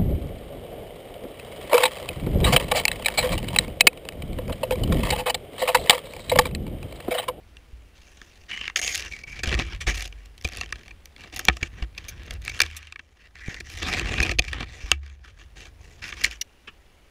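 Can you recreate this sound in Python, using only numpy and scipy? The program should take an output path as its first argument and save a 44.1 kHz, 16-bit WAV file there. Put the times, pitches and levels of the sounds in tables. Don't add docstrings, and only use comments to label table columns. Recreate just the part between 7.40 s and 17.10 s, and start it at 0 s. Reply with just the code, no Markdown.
import sys
import numpy as np
from scipy import signal
from scipy.fft import rfft, irfft
from scipy.io import wavfile
from scipy.ndimage import uniform_filter1d, minimum_filter1d

SR = 44100
rng = np.random.default_rng(int(sys.argv[2]) if len(sys.argv) > 2 else 0)


def wav_record(signal):
    frames = np.transpose(np.atleast_2d(signal))
    bounded = np.clip(frames, -1, 1)
    quanta = np.round(bounded * 32767).astype(np.int16)
    wavfile.write(sys.argv[1], SR, quanta)


N = 427769
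TIME = np.arange(N) / SR

# start and end in seconds, shell level in dB,
# swell from start to end in dB, body and treble in dB relative to the shell.
BOUGH_STROKES = [(0.546, 1.074, -61.0, -2, -14, -2.5), (1.082, 1.285, -36.5, -2, -19, -15),
                 (1.419, 1.606, -34.0, -7, -17.5, -0.5), (1.587, 1.801, -42.5, -8, -13, -8),
                 (1.864, 2.002, -42.0, 1, -15, -11), (2.03, 2.224, -35.5, 4, -2.5, -11),
                 (2.243, 2.349, -44.5, 5, -7, -10.5), (2.463, 2.51, -29.5, -2, -8.5, -8),
                 (2.529, 2.66, -40.5, -2, -12.5, -4), (2.705, 2.87, -61.5, 4, -15, -10),
                 (3.041, 3.239, -48.0, 5, -7.5, -8.5), (3.262, 3.494, -58.0, -1, -2.5, -9),
                 (3.756, 3.877, -51.0, 9, -6, -9.5), (3.92, 4.183, -48.0, -11, -4, -6),
                 (4.201, 4.257, -45.5, 7, -10.5, -8.5), (4.29, 4.434, -54.0, 17, -1, -12.5),
                 (4.538, 4.736, -52.5, 1, -6.5, -9.5), (4.731, 4.95, -52.0, 10, -1, -11.5),
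                 (5.008, 5.26, -44.0, 8, -11.5, -8), (5.274, 5.509, -51.0, -7, -24, -11),
                 (5.755, 5.869, -58.5, 8, -15, -11), (5.944, 6.091, -47.0, 10, -24, -13.5),
                 (6.056, 6.206, -42.5, -8, -11, -10.5), (6.239, 6.408, -46.5, 10, -10.5, -4),
                 (6.413, 6.59, -31.0, 1, -6, -8), (6.569, 6.912, -35.5, 2, -2, -11),
                 (7.023, 7.126, -45.0, 1, -11, -9.5), (7.111, 7.229, -40.0, 5, -2.5, -13.5),
                 (7.26, 7.515, -48.5, 5, -7.5, -6), (7.611, 7.736, -58.5, -1, -10.5, -9.5),
                 (7.825, 7.892, -52.5, 4, -12.5, -10), (7.96, 8.026, -57.0, 11, -9, -8.5),
                 (8.155, 8.277, -50.5, -2.5, -5.5, -6), (8.401, 8.618, -59.5, -3.5, -1.5, -4),
                 (8.615, 8.704, -39.0, -3, -14, -7.5), (8.695, 8.876, -44.5, 16.5, -10.5, -6.5),
                 (8.892, 8.944, -41.5, -1, -18, -7.5)]
# time in seconds, shell level over 10 ms in dB, body and treble
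# in dB relative to the shell, crunch time in ms, twig pitch in Hz.
TWIG_SNAPS = [(0.168, -46.5, -16, -9.5, 0.28, 2780), (0.815, -43, -10, -8.5, 0.65, 1810),
              (1.117, -33, -27, -17, 0.29, 2640), (1.278, -27.5, -23.5, -11.5, 0.32, 2230),
              (1.358, -20, -29, -4, 1.4, 2240), (1.365, -27, -15, -0.5, 4.1, 2330),
              (1.391, -29.0, -15, -5.5, 0.35, 1720), (1.415, -38, -16, 2.5, 0.33, 6240),
              (1.4776, -26.5, -22, -3, 0.12, 2534), (1.733, -33, -29, -17, 1.9, 2305),
              (1.834, -36, -17, -12.5, 2.4, 2300), (1.988, -36.5, -7, -8, 4.44, 2330),
              (2.0322, -26, -9.5, -4, 3, 2600), (2.0725, -32, -9, -5, 1.52, 2579),
              (2.1246, -25, -2.5, -12, 1.8, 1940), (2.1896, -27.5, -0.5, -8, 0.48, 2520),
              (2.196, -26.5, -9, -10.5, 0.52, 2520), (2.403, -30.5, -19, -5.5, 8.2, 2340),
              (2.4696, -22.5, -9.5, -7, 11.7, 2315), (2.725, -43.5, -19, -11.5, 0.3, 2282),
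              (2.856, -55, -17, 0.5, 1.37, 3780), (3.0442, -24.5, -7, -7.5, 3.2, 2430),
              (3.21, -27.5, -13.5, -5.5, 1.23, 2704), (3.233, -38.5, -7, -10, 0.42, 1804),
              (3.3238, -27.5, -19, -8, 0.74, 2352), (3.507, -41.5, -17, -14, 2.1, 2386),
              (3.656, -49.5, -21, 3, 0.48, 5760), (3.961, -35.0, -14, 0.5, 1.6, 2709),
              (3.993, -30.5, -14.5, -5.5, 0.73, 2648), (4.051, -38, -25, 7, 0.69, 5764),
              (4.0835, -9, -10, -9.5, 1.18, 2300), (4.0968, -23.5, -10, -22.5, 0.48, 1724),
              (4.167, -39.5, -9, -3.5, 1.3, 2360), (4.2277, -22.5, -12.5, -11.5, 1.36, 2280),
              (4.423, -36.5, -3, -9.5, 1.5, 2763), (4.577, -33.5, -23, -5, 1.88, 2468),
              (4.681, -40.5, -16, 5.5, 5.3, 2360), (4.907, -35.5, -15, -3.5, 1.12, 3238),
              (5.0782, -27.5, -24, -9.5, 0.49, 2172), (5.093, -31.5, -22, -5.5, 2.5, 2252),
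              (5.2019, -15, -20.5, -3.5, 1.08, 2342), (5.2159, -18, -19, -2.5, 1.4, 2340),
              (5.234, -33.5, -18, -7, 0.45, 3040), (5.363, -42.5, -25, 5.5, 4.9, 3550),
              (5.523, -38.5, -27, -8.5, 0.56, 1970), (5.558, -37, -23, -17.5, 0.78, 2230),
              (5.591, -38.5, -17, -14.5, 2.5, 1606), (6.201, -36.5, -8, -4.5, 2.46, 1810),
              (6.78, -25.5, -21, -14, 1.92, 2510), (6.8014, -19.5, -10, -10, 1.2, 2561),
              (6.8266, -19, -12, -8.5, 2.61, 2483), (6.9118, -26, -5, -6.5, 2.26, 1710),
              (6.9859, -22.5, -10.5, -9, 0.88, 2810), (6.9911, -15.5, -13, -5, 1.46, 3343),
              (7.079, -34.5, -21, -11, 1.53, 2630), (7.1302, -27.5, -13, -11, 0.35, 1817),
              (7.5152, -13, -17.5, -5.5, 0.4, 2342), (8.724, -32.5, -16, -16.5, 1.4, 1092),
              (8.8371, -26.5, -25, -1, 1.32, 1977), (8.8433, -15.5, -33, -5.5, 0.67, 2169),
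              (8.8504, -30, -30, 0, 1, 2365), (9.011, -31, -29, 5.5, 2.55, 5750),
              (9.272, -36.0, -13, -15, 6.3, 2917)]
# start and end in seconds, pitch and width in Hz,
# gain of the added ring in dB. A row that ends before it starts is silent.
TWIG_SONGS = [ (1.08, 1.27, 2960, 90, 19), (1.08, 0.87, 1260, 100, 15), (1.1, 1.56, 2120, 63, 4.5),
              (4.72, 4.9, 3450, 1800, -6), (0.94, 1.275, 4700, 110, -3), (1.36, 1.56, 6600, 330, 9),
              (1.713, 2.03, 2277, 200, 12), (5.955, 6.21, 1920, 594, 5), (5.5, 5.2, 6020, 597, 5),
              (5.06, 5.12, 2230, 350, 1), (8.813, 8.869, 2000, 400, 3.5), (0.45, 0.57, 2730, 250, -2),
              (9.0, 9.04, 5760, 350, 2), (9.0, 9.025, 1990, 440, 13), (6.985, 7.005, 3400, 700, 5),
              (6.45, 7.1, 2500, 240, 0), (8.87, 9.65, 2930, 120, 8), ]
# start and end in seconds, flicks per second,
# shell level over 10 ms in dB, treble in dB relative to the shell.
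NEEDLE_RUNS = [(1.373, 1.444, 100, -41, 1), (2.049, 2.183, 36, -38.5, -6.5), (2.569, 2.678, 100, -48.5, 0),
               (2.976, 3.04, 71.7, -55, 0), (3.07, 3.2, 80, -48, -1.5), (3.261, 3.5, 40.4, -53.5, -7),
               (3.761, 3.907, 47, -53, -5.5), (3.953, 4.03, 51.8, -54, 9.5), (4.848, 5.058, 33, -62, 4.5),
               (5.953, 6.04, 49.7, -55.5, -5), (6.846, 6.898, 50, -32, -9.5), (7.032, 7.24, 34, -48, -6)]
# pitch and width in Hz, gain in dB.
BODY = [(128, 110, 3), (275, 140, -1.5), (333.5, 18, 5.5), (463, 175, -2), (740, 60, 0)]
SHELL = [(1150, 140, -6.5), (1273, 57, -5.5), (1683, 324, -2), (1920, 220, 0), (2317, 153, 1.5),
         (2734, 160, 0.5), (3080, 310, -4), (3580, 330, -8.5)]
EDGE = [(4090, 860, 1), (5170, 1000, 0), (5800, 660, -1), (6440, 480, -1.5), (6850, 1100, -6.5),
        (9960, 2200, -11), (13900, 2600, -19)]
# modes, low and high cut in Hz.
REGISTERS = [(BODY, 110, 950), (SHELL, 1000, 4100), (EDGE, 3900, 16000)]
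# time in seconds, level in dB before the trim.
MOUNT_SWAY = [(0.0, -53), (1.27, -62), (1.97, -41.5), (2.16, -38.5), (2.46, -35), (2.86, -54.5),
              (3.19, -45), (3.75, -56.5), (4.27, -41.5), (4.48, -45), (5.08, -37.5), (5.67, -66.5),
              (6.65, -33), (6.94, -32.5), (7.67, -52.5), (8.83, -47), (9.13, -71), (9.7, -70)]
# time in seconds, starting level in dB, pitch in Hz,
# seconds to fade by 60 dB.
MOUNT_BUMPS = [(0.331, -32.5, 57.2, 0.29), (2.074, -17.5, 65, 0.25), (2.151, -22, 58.6, 0.61),
               (2.472, -21.5, 48.23, 0.99), (3.049, -18.5, 73.5, 0.11), (4.085, -18.5, 62, 0.27),
               (4.227, -12, 70, 0.023), (4.423, -17, 55.13, .14), (5.22, -34, 76.5, 1),
               (6.084, -9.5, 110, 0.011), (6.8, -20, 69.76, 0.0985), (6.991, -15.5, 62, 0.13),
               (7.438, -24, 49.95, 0.21), (7.519, -26, 70.2, 0.83), (8.844, -31, 54.7, 0.51)]
# frequency in Hz, relative level in dB.
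HISS_SPECTRUM = [(30, 7), (60, 12), (120, -6), (350, -6), (900, -12.5), (1500, -14), (2400, -14),
                 (4000, -20.5), (6500, -26.5), (8500, -28.5), (10000, -24.5), (11000, -31.5), (15500, -31)]
# time in seconds, gain in dB.
HISS_RIDE = [(5.3, 4), (5.52, -7), (5.9, -2.5), (6.1, 2.5), (7.5, -1.5), (7.56, -11), (8.1, 1.5),
             (8.4, 3.5)]

RESTING_DB = (-69, -70.5, -75.5)
LEAD_IN_SAMPLES = 512


def from_db(db):
    return 10 ** (np.asarray(db) / 20)


def unit_rms(x):
    return x / np.sqrt(np.mean(x ** 2) + 1e-20)


def automation(rows):
    return np.interp(TIME, *np.transpose(rows))


def drift(per_s):
    knots = rng.standard_normal(8000)
    return unit_rms(np.interp(TIME * per_s, np.arange(len(knots)), knots))


def resonate(x, hz, width_hz):
    r = np.exp(-np.pi * width_hz / SR)
    feedback = [1, -2 * r * np.cos(2 * np.pi * hz / SR), r * r]
    return signal.lfilter(np.array([1, 0, -1]) * (1 - r * r) / 2, feedback, x + 1e-18)


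def butter(x, kind, hz, order=2):
    return signal.sosfilt(signal.butter(order, hz, kind, fs=SR, output="sos"), x)


def place(track, s, sound):
    at = round(s * SR) - LEAD_IN_SAMPLES
    track[at:at + len(sound)] += sound[:N - at]


def bough_drag(wander_db=3.5, clump_db=2.5):
    level_db, body_db, treble_db = stroke_levels(TIME)
    shared = needle_slips(level_db)
    clumps = needle_catches() * from_db(clump_db * drift(per_s=150))
    contacts = [needle_slips(level_db) for _ in range(4)]
    out = 0
    for (modes, low, high), colour_db in zip(REGISTERS, (body_db, 0, treble_db)):
        ring = 0
        for k, (hz, width, db) in enumerate(modes):
            force = ((-1) ** k * shared + contacts[k % len(contacts)]) * clumps
            mode_db = db + hardness_db(hz, modes, treble_db) + lightness_db(hz, body_db)
            ring += from_db(mode_db + wander_db * drift(per_s=22)) * resonate(force, hz, width)
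        ring = twig_song(soft_bark(butter(ring, "band", [low, high]), treble_db))
        power = uniform_filter1d(uniform_filter1d(ring ** 2, size=2400), size=2400)
        out += ring / np.sqrt(np.abs(power) + 1e-12) * from_db(level_db + colour_db)
    return out


def stroke_levels(t, attack_s=0.012, release_s=0.016, arch_db=2):
    grid = TIME[::32]
    power = from_db(RESTING_DB)[:, None] ** 2 * np.ones(len(grid))
    for start, end, db, swell_db, body_db, treble_db in BOUGH_STROKES:
        along = np.clip((grid - start) / (end - start), 0, 1)
        attack = np.clip((grid - start) / attack_s, 0, 1)
        release = np.exp(-np.maximum(grid - end, 0) / release_s)
        push_db = db + swell_db * (along - 0.5) + arch_db * (np.sin(np.pi * along) - 0.5)
        power += np.outer(from_db([0, body_db, treble_db]), attack * release * from_db(push_db)) ** 2
    shell, body, edge = [np.interp(t, grid, 10 * np.log10(p)) for p in power]
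    return shell, body - shell, edge - shell


def needle_slips(level_db, peak_per_s=3200, crowding=0.42, size_db=4.5):
    per_s = peak_per_s * from_db(crowding * (level_db - np.max(level_db)))
    at = np.flatnonzero(rng.random(N) < per_s / SR)
    force = 0.097 * rng.standard_normal(N)
    sizes = from_db(size_db * np.minimum(rng.exponential(1, len(at)), 4))
    force[at] += sizes * rng.choice([-1, 1], len(at))
    return force


def needle_catches(per_s=70, decay_s=0.0098):
    releases = rng.random(N) < per_s / SR
    spurts = unit_rms(signal.lfilter([1], [1, -np.exp(-1 / (decay_s * SR))], releases + 1e-18))
    flicking = np.any([(TIME > start) & (TIME < end) for start, end, *_ in NEEDLE_RUNS], axis=0)
    depth = np.where(flicking, 0.85, 0.35)
    return np.sqrt(1 - depth + depth * spurts ** 2)


def hardness_db(hz, modes, treble_db, neutral_db=-8):
    octaves = np.log2(hz / np.median(np.array(modes)[:, 0]))
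    return 0.74 * octaves * np.clip(treble_db - neutral_db, -14, 18)


def lightness_db(hz, body_db, light_db=-7, centre_hz=2300):
    _, low, high = REGISTERS[1]
    octaves_away = abs(np.log2(hz / centre_hz))
    return -0.67 * octaves_away * np.clip(light_db - body_db, 0, 12) * (low < hz < high)


def soft_bark(x, treble_db, knee_hz=8000):
    top_db = -9 + 0.2 * np.clip(treble_db + 4, 0, 16)
    return butter(x, "low", knee_hz, order=5) + from_db(top_db) * butter(x, "high", knee_hz, order=5)


def twig_song(x, start=0):
    t = start + np.arange(len(x)) / SR
    for begin, end, hz, width_hz, gain_db in TWIG_SONGS:
        if begin < t[-1] and end > t[0]:
            sliding = (t > begin) & (t < end)
            x = x + from_db(gain_db) * resonate(x * sliding, hz, width_hz)
    return x


def twig_forces(level_db, body_db, crunch_ms, roughness=2.12, quiver_db=-24, quiver_s=0.014):
    t = (np.arange(4096) - LEAD_IN_SAMPLES) / SR
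    crunch_s = crunch_ms / 1000
    age = np.maximum(t, 0) / crunch_s
    grain, lead_in, quiver = rng.standard_normal((3, len(t)))
    avalanche = np.sign(grain) * np.abs(grain) ** roughness * age * np.exp(1 - age)
    lead_in_db = -26 + 1.1 * min(level_db + 11.5, 0)
    lead_in *= from_db(lead_in_db) * np.exp(-np.abs(t) / crunch_s)
    quiver *= from_db(quiver_db) * (t > 0) * np.exp(-np.abs(t) / quiver_s)
    low_cut_hz = np.clip(280 * from_db(-(body_db + 15.5)), 60, 400)
    return butter(avalanche + lead_in, "high", low_cut_hz), quiver


def snap(s, level_db, body_db, treble_db, crunch_ms, twig_hz, detune=0.023, vary_db=1.8):
    crunch, quiver = twig_forces(level_db, body_db, crunch_ms)
    out = 0
    for (modes, low, high), colour_db, quiver_db in zip(REGISTERS, (body_db, 0, treble_db), (0, 0, -8)):
        force = crunch + from_db(quiver_db) * quiver
        ring = 0
        for k, (hz, width, db) in enumerate(modes):
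            louder, sharper = rng.standard_normal(2)
            strength = from_db(db + hardness_db(hz, modes, treble_db) + vary_db * louder)
            ring += (-1) ** k * strength * resonate(force, hz * (1 + detune * sharper), width)
        ring += from_db(1.5) * resonate(ring, twig_hz, width_hz=120)
        ring = soft_bark(butter(ring, "band", [low, high]), treble_db)
        ring = twig_song(ring, s - LEAD_IN_SAMPLES / SR)
        level_over_10_ms = np.sqrt(np.sum(ring ** 2) / (SR / 100))
        out += from_db(level_db + colour_db) * ring / level_over_10_ms
    return out


def twig_snaps():
    out = np.zeros(N)
    for s, *voicing in TWIG_SNAPS:
        place(out, s, snap(s, *voicing))
    return out


def scattered_pitch(usual_hz, spread_octaves=0.21):
    return np.clip(usual_hz * 2 ** (spread_octaves * rng.standard_normal()), 800, 12000)


def needle_flicks(scatter_db=5, body_db=-10, crunch_ms=0.65, needle_hz=4600):
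    out = np.zeros(N)
    for start, end, per_s, db, treble_db in NEEDLE_RUNS:
        for step in np.arange(start, end, 1 / per_s):
            late, louder = rng.standard_normal(2)
            s = step + late / per_s / 3
            hz = scattered_pitch(needle_hz)
            place(out, s, snap(s, db + scatter_db * louder, body_db, treble_db, crunch_ms, hz))
    return out


def small_twigs(per_s=24, firm_db=-58, scatter_db=3, crunch_ms=0.5, twig_hz=2500):
    times = np.flatnonzero(rng.random(N) < per_s / SR) / SR
    out = np.zeros(N)
    for s, db, body_db, treble_db in zip(times, *stroke_levels(times)):
        if db > firm_db and s > LEAD_IN_SAMPLES / SR:
            tick_db = db + scatter_db * rng.standard_normal()
            hz = scattered_pitch(twig_hz)
            place(out, s, snap(s, tick_db, body_db - 6, treble_db + 2, crunch_ms, hz))
    return out


def mount_boom(sway_trim_db=0.5, push_db=3):
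    level_db, body_db, _ = stroke_levels(TIME)
    rocking = from_db(automation(MOUNT_SWAY) + sway_trim_db)
    pushed = from_db(level_db + body_db + push_db)
    soft = resonate(rng.standard_normal(N), hz=52, width_hz=14)
    stiff = from_db(-5) * resonate(rng.standard_normal(N), hz=76, width_hz=20)
    out = unit_rms(butter(soft + stiff, "band", [22, 130])) * np.hypot(rocking, pushed)
    for s, db, hz, t60 in MOUNT_BUMPS:
        at = round(s * SR)
        t = TIME[:min(SR, N - at)]
        out[at:at + len(t)] += from_db(db) * np.sin(2 * np.pi * hz * t) * np.exp(-np.log(1000) * t / t60)
    return out


def hiss(base_db=-59):
    hz, db = np.transpose(HISS_SPECTRUM)
    white = rfft(rng.standard_normal(N))
    bin_hz = np.maximum(np.arange(len(white)) * SR / N, 1)
    tone = from_db(np.interp(np.log(bin_hz), np.log(hz), db))
    return unit_rms(irfft(white * tone, N)) * from_db(base_db + automation(HISS_RIDE))


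def scene():
    bed = hiss() + mount_boom()
    return (bed + bough_drag() + twig_snaps() + needle_flicks() + small_twigs())[None]


def record(dry, limiter_samples=25, cutoff_hz=15600):
    needed_gain = 1 / np.maximum(np.abs(dry), 1)
    gain = uniform_filter1d(minimum_filter1d(needed_gain, limiter_samples), limiter_samples)
    return signal.sosfilt(signal.ellip(10, 0.2, 70, cutoff_hz, fs=SR, output="sos"), dry * gain)


dry = scene()
out = record(dry)
wav_record(out)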